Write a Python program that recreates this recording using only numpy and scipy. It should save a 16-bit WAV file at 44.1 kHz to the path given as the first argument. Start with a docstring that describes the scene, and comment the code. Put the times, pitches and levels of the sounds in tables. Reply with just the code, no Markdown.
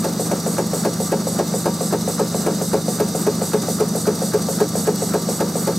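"""A model two-cylinder steam engine turns about 3.7 times a second on a bench, close to a hand-held camera.
Play in a rod bearing gives two impacts a turn, out and back, which excite the damped modes of the bed.
Turbulent jets hiss at the glands and puff from the valves in step, over the rumble of the running gear.
The engine seems to run on air: a small mains-driven piston compressor forces the bench into a drone."""
import sys
import numpy as np
from scipy.fft import rfft, irfft, next_fast_len
from scipy.io import wavfile
from scipy.ndimage import map_coordinates

SR = 44100
rng = np.random.default_rng(int(sys.argv[2]) if len(sys.argv) > 2 else 0)


def materialize(psi):
    """Save the field psi as 16-bit PCM at rate SR to the path in sys.argv[1].

    A 1-D psi becomes a single channel; in a 2-D psi each row is a channel.
    """
    bounded = np.clip(np.atleast_2d(psi).T, -1, 1)
    quanta = np.round(bounded * 32767).astype(np.int16)
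    wavfile.write(sys.argv[1], SR, quanta)


N = 254898
T = np.arange(N) / SR


def amp(db):
    """Amplitude ratio of a level in decibels."""
    return 10 ** (np.asarray(db) / 20)


def unit(x):
    """Normalisation to rms 1."""
    return x / np.sqrt(np.mean(x ** 2) + 1e-20)


def along(points, hz, column=1):
    """Interpolation of one column of a table on a logarithmic frequency axis."""
    columns = np.transpose(points)
    return np.interp(np.log(hz + 1), np.log(columns[0] + 1), columns[column])


def curve(points, t=T):
    """Linear interpolation of a table in time."""
    return np.interp(t, *np.transpose(points))


def wobble(rate):
    """Smooth random fluctuation, with rate knots a second."""
    return map_coordinates(rng.standard_normal(int(N * rate / SR) + 4), [T * rate])


def filtered(x, response):
    """Linear filtering: the spectrum of x times a frequency response."""
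    size = next_fast_len(N + SR // 2)
    return irfft(rfft(x, size) * response(np.fft.rfftfreq(size, 1 / SR)), size)[..., :N]


def add(track, s, sound):
    """Superposition of a sound on a track at time s."""
    start = max(round(s * SR), 0)
    part = track[start:start + len(sound)]
    part += sound[:len(part)]


# the two microphone ports: f/Hz, coherence, left minus right level/dB, phase lead of left/rad
MIC_PORTS = [(150, 0.99, 0, -0.07), (450, 0.95, 0.6, -0.14), (1190, 0.88, 0, 0.34), (2100, 0.97, 0, 0.64),
             (3800, 0.85, -1.5, -0.25), (7200, .94, -1.5, 0), (8200, 0.98, 1.5, -0.46),
             (9200, 0.8, -2.5, -1.64), (10700, 0.14, -8, 1), (13000, 1, -0.5, -0.5)]


def rush(spectrum, peaks=()):
    """Partial coherence: coloured noise of rms 1 at the two ports, with optional resonance peaks."""
    def colour(hz):
        peaks_db = sum(gain / (1 + (2 * (hz - centre) / width) ** 2) for centre, width, gain in peaks)
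        angle = np.arccos(np.clip(along(MIC_PORTS, hz), 0, 1)) / 2
        return amp(along(spectrum, hz) + peaks_db) * np.array([np.cos(angle), np.sin(angle)])

    def ports(hz):
        left = amp(along(MIC_PORTS, hz, column=2) / 2) * np.exp(.5j * along(MIC_PORTS, hz, column=3))
        return np.array([left, 1 / left])
    mid, side = filtered(rng.standard_normal((2, N)), colour)
    return unit(filtered(np.array([mid + side, mid - side]), ports))


# the crankshaft, gaining a little speed halfway: t/s, rotation rate/Hz
CRANK_SPEED = [(2.6, 3.720), (2.85, 3.7415)]


def crank(first_knock_s=.042):
    """Phase as the integral of speed: turns of the crankshaft, whole at each heavy knock."""
    turns = np.cumsum(curve(CRANK_SPEED)) / SR
    return turns - np.interp(first_knock_s, T, turns)


def since(turns, phase):
    """Seconds, at mean speed, since the crank last passed a phase; crank phases are in turns."""
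    return (turns - phase) % 1 * T[-1] / (turns[-1] - turns[0])


def passes(turns, phase):
    """Times at which the crank passes a phase."""
    return np.interp(np.arange(phase, turns[-1]), turns, T)


def apart(turns, phase):
    """Signed distance of the crank from a phase."""
    return (turns - phase + .5) % 1 - .5


def stroke(turns, start, end, rise, fall):
    """Trapezoidal pulse, once a turn, at half height at start and end."""
    offset, half = apart(turns, (start + end) / 2), (end - start) / 2
    return np.clip(.5 + np.minimum((half + offset) / rise, (half - offset) / fall), 0, 1)


# vibration from the compressor's piston: harmonic of its shaft rate, relative level/dB
PISTON_HARMONICS = [(3, -54), (4, -47), (5, -38.5), (6, -47), (7, -26.5), (8, -34), (9, -30.5), (10, -37),
                    (11, -46), (12, -40.5)]
# hum of its motor: harmonic of the mains, relative level/dB
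MOTOR_HARMONICS = [(2, -38.5), (4, -33), (6, -47)]
# transmission of the hum through the bench: f/Hz, gain/dB
BENCH_RESPONSE = [(70, -37), (100, -6), (125, 3.5), (150, 16.5), (175, -1.5), (200, 1), (225, 4), (330, -7)]


def compressor(shaft_hz=24.288, mains_hz=50.042):
    """Forced vibration: strokes shake the bench and modulate the hum, which beats as the motor slips."""
    t = T - .171  # zero when shaft and mains are in phase
    shaft = 2 * np.pi * (shaft_hz * t + .003 * wobble(2))
    tone = lambda angle, db: np.sqrt(2) * amp(db) * np.sin(angle)
    dispersion = lambda k: 0.589 * (k - 8) ** 2  # bending waves smear each stroke
    strokes = sum(tone(k * shaft - dispersion(k), db) for k, db in PISTON_HARMONICS)
    load = np.exp(0.67 * np.cos(shaft - .3))
    hum = sum(tone(2 * np.pi * k * mains_hz * t, db) for k, db in MOTOR_HARMONICS) * load / load.mean()
    return amp(-1.46) * strokes + filtered(hum, lambda hz: amp(along(BENCH_RESPONSE, hz)))


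# rolling and sliding of shaft and flywheel: f/Hz, relative level/dB
RUMBLE_SPECTRUM = [(20, -56), (60, -25), (110, -11), (200, 1.5), (420, -1.5), (560, -5.5), (800, -7.5),
                   (1020, -14.5), (1250, -10), (1600, -17.5), (2300, -27), (4000, -30)]


def shaft_rumble():
    """Rolling and sliding contact: low noise of fluctuating level."""
    return amp(-30 + 1.78 * wobble(30)) * rush(RUMBLE_SPECTRUM)


def flywheel(hz=1168):
    """Resonance: one faint mode of the wheel, wavering in phase and level."""
    waver = .8 * wobble(22)
    return amp(-45.5 + 3 * wobble(14)) * np.sin(2 * np.pi * hz * T + waver)


# cavity resonances of the castings, colouring all escaping air: f/Hz, bandwidth/Hz, gain/dB
CASTING_CAVITIES = [(2410, 230, -34), (3202, 310, -15), (3500, 130, 1.5), (4030, 150, 6.5),
                    (4630, 300, 7.5), (6080, 150, 6), (6820, 220, 3.5), (7790, 440, 5), (9000, 150, 1.5),
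                    (12060, 220, 9)]
# the jet at the glands: f/Hz, relative level/dB
LEAK_SPECTRUM = [(1200, -27), (2000, -4.5), (2600, -11), (3200, -2.5), (3600, -3), (5000, -3), (5700, 1.5),
                 (7300, -5), (8500, -1), (10300, -10), (12800, -9.5), (14500, -22), (16000, -45)]


def gland_leak(turns, splutter):
    """Turbulent leakage: a constant hiss that grows with pressure in the power stroke and at each puff."""
    power_stroke = stroke(turns, start=0.51, end=0.87, rise=0.4, fall=0.038)
    puffing = sum(pulse for pulse, db in valve_pulses(turns))
    db = -33 + 1.5 * power_stroke + 3.5 * puffing
    return amp(db + 0.69 * wobble(25.04) + .5 * splutter) * rush(LEAK_SPECTRUM, CASTING_CAVITIES)


# nearness of the microphone to the exhaust: t/s, gain/dB
PROXIMITY = [(0, -1.5), (.5, -0.3), (1, -1), (1.6, -1), (3.3, -0.5), (4.4, -0.1), (5.7, 0.5)]
# the exhaust jet: f/Hz, relative level/dB
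EXHAUST_SPECTRUM = [(2000, -24), (4000, -21), (5500, -10), (7300, -3), (8300, 3), (9500, -2), (10300, -7.5),
                    (13000, -7.5), (14500, -19), (16000, -34)]


def exhaust(turns, splutter, opens=0.58, shuts=0.916, opening=0.046, seep_db=-40, open_db=-33):
    """Jet noise: the valve seeps when shut and vents once a turn, hardest in the first blowdown."""
    blowdown_db = 3.5 * np.exp(-abs(apart(turns, opens + opening / 2)) / 0.047)
    valve = stroke(turns, opens, shuts, rise=opening, fall=0.12)
    flow = amp(seep_db) + amp(open_db + blowdown_db) * valve
    gain = amp(curve(PROXIMITY) + 0.34 * wobble(22) + splutter)
    return flow * gain * rush(EXHAUST_SPECTRUM, CASTING_CAVITIES)


# the sliding crosshead: f/Hz, relative level/dB
SCRAPE_SPECTRUM = [(500, -30), (950, -4), (1280, 13.5), (1700, 1), (2600, -16), (6000, -72)]


def crosshead(turns, t60=0.21):
    """Sliding friction: a decaying scrape that starts just before dead centre."""
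    return amp(-33 - 60 * since(turns, 0.95) / t60) * rush(SCRAPE_SPECTRUM)


def ringing(hz, db, t60, count, swell_s, scatter_db, scatter_rad):
    """Damped free vibration: count nearly equal rings, each of rms 1 over its first 50 ms."""
    t = np.arange(SR // 4) / SR
    hz, db, t60 = (np.reshape(v, (-1, 1)) for v in (hz, db, t60))
    envelope = amp(db - 60 * t / t60) * (1 - np.exp(-(t / swell_s) ** 2))
    modes = envelope * np.exp(2j * np.pi * (hz * t + rng.random(hz.shape)))
    size, shift = rng.standard_normal((2, count, len(hz)))
    rings = ((amp(scatter_db * size) * np.exp(1j * scatter_rad * shift)) @ modes).real
    return rings / rings[:, :SR // 20].std(axis=1, keepdims=True)


# modes of bed plate and bench: f/Hz, level/dB in the heavy knock, level/dB in the return knock, T60/s
BED_MODES = [(302.4, -7.5, -14.5, 0.29), (355.7, -4, -12.5, 0.22), (396.2, 4, -2, 0.098),
             (432, -27, 2.5, 0.069), (483.3, -1, -2.5, 0.24), (542.5, 0, 0.5, 0.18),
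             (572.4, 3.5, -9.5, 0.071), (649, -0.5, -1.5, 0.069), (690.6, -1.5, -5.5, 0.076),
             (742.4, -4, -3, 0.11), (777, -4.5, -14, 0.072), (884.5, 0, -10, 0.09),
             (940.4, -13, -23.5, 0.33), (1090, -8.5, -14.5, 0.058), (1291, -8, -33, 0.075),
             (1410, -31.5, -30, 0.058), (1536, -22, -34, 0.045), (1635, -9.5, -28, 0.061),
             (1877, -21, -30, 0.1)]
# force of the heavy knock: t/s, relative level/dB
KNOCK_FORCE = [(0, -23), (1, -20), (2.5, -20.5), (3.8, -23.5), (4.4, -22.5), (5.7, -21.5)]
# boom of the hollow base: t/s, relative level/dB
BASE_BOOM = [(.3, -31), (1.1, -23.5), (1.6, -25), (2.2, -21.5), (3.3, -17), (4.8, -16.5), (5.5, -24)]
RETURN_PHASE = .563  # turns from the heavy knock to the return knock


def bearing_knocks(turns, seat_s=.011, boom_lag_s=.00504, reseat_s=.015):
    """Impact excitation: the slack bearing rings the bed hard, then lightly; it touches, then seats."""
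    hz, heavy_db, light_db, t60 = np.transpose(BED_MODES)
    out_s, back_s = passes(turns, 0), passes(turns, RETURN_PHASE)
    count = len(out_s)
    out_db, back_db = curve(KNOCK_FORCE, out_s), rng.normal(-24, 0.24, count)
    heavy = lambda: ringing(hz, heavy_db, t60, count, swell_s=.0031, scatter_db=2.6, scatter_rad=.28)
    light = lambda: ringing(hz, light_db, .94 * t60, count, swell_s=.0021, scatter_db=1, scatter_rad=.35)
    boom = ringing(hz=423.4, db=0, t60=.091, count=count, swell_s=.0099, scatter_db=0, scatter_rad=.66)
    blows = [(out_s, out_db - 3.5, heavy()),
             (out_s + seat_s, out_db - 1.5, heavy()),
             (out_s + boom_lag_s, curve(BASE_BOOM, out_s) - .3, boom),
             (back_s, back_db - 1, light()),
             (back_s + reseat_s, back_db - 4.5, light())]
    bed = np.zeros(N)
    for times, levels_db, rings in blows:
        for start, level_db, ring in zip(times, levels_db, rings):
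            add(bed, start, amp(level_db) * ring)
    return bed * amp([[.3], [-.3]])  # slightly to the left


# metal meeting metal in the bearing: f/Hz, relative level/dB
CRACK_SPECTRUM = [(200, -22), (500, 6.5), (900, -1), (1600, -6), (2000, -13.5), (2400, -11.5), (3200, -19),
                  (6000, -60), (15000, -46)]


def bearing_crack(turns, heavy_t60=0.14, light_t60=0.075):
    """Contact transient: a noise burst starts each ring; the heavy one grows with the force."""
    excess_db = curve(KNOCK_FORCE) - curve(KNOCK_FORCE, passes(turns, 0)).mean()
    heavy = amp(-23 + 0.43 * excess_db - 60 * since(turns, 0.00804) / heavy_t60)
    light = amp(-30 - 60 * since(turns, RETURN_PHASE) / light_t60)
    return (heavy + light) * rush(CRACK_SPECTRUM)


# the valves cracking open: phase/turn, width/turn, level/dB
VALVE_OPENINGS = [(0.021, 0.021, -30), (.335, 0.021, -33)]


def valve_pulses(turns):
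    """Pulsed flow: a Gaussian envelope and a level for each brief opening."""
    return [(np.exp(-(apart(turns, at) / width) ** 2 / 2), db) for at, width, db in VALVE_OPENINGS]


# the jet through a barely open valve: f/Hz, relative level/dB
PUFF_SPECTRUM = [(2000, -16), (4000, -15.5), (6000, -2.5), (8000, 0.5), (9500, 8.5), (10500, -3),
                 (12000, -3), (13400, 4), (14500, -23), (16000, -19)]


def valve_puffs(turns):
    """Transient jets: two short bright puffs a turn."""
    envelope = sum(amp(db + curve(PROXIMITY)) * pulse for pulse, db in valve_pulses(turns))
    return envelope * rush(PUFF_SPECTRUM, CASTING_CAVITIES)


def reflected(x, wall_db=-14.5, reach_s=.005, drift_s=.00004, count=6):
    """Comb filtering at equal rms: near surfaces return copies whose delays drift as the camera moves."""
    out = x.copy()
    for delay in rng.uniform(reach_s / 10, reach_s, count):
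        late = T - delay - drift_s * wobble(1)
        out += amp(wall_db) * np.array([np.interp(late, T, side) for side in x])
    return x.std() * unit(out)


def scene():
    """Superposition of the engine's moving parts, its escaping air and the compressor."""
    turns = crank()
    knocks = bearing_knocks(turns) + bearing_crack(turns)
    running_gear = shaft_rumble() + crosshead(turns) + flywheel()
    splutter = wobble(350)  # oil in the valve ports breaks up the jet
    air = gland_leak(turns, splutter) + exhaust(turns, splutter) + valve_puffs(turns)
    return knocks + running_gear + reflected(air) + compressor()


def record(dry, top_hz=15800):
    """Ideal low-pass filtering: the camera passes nothing above its band limit."""
    return filtered(dry, lambda hz: hz < top_hz)


dry = scene()
out = record(dry)
materialize(out)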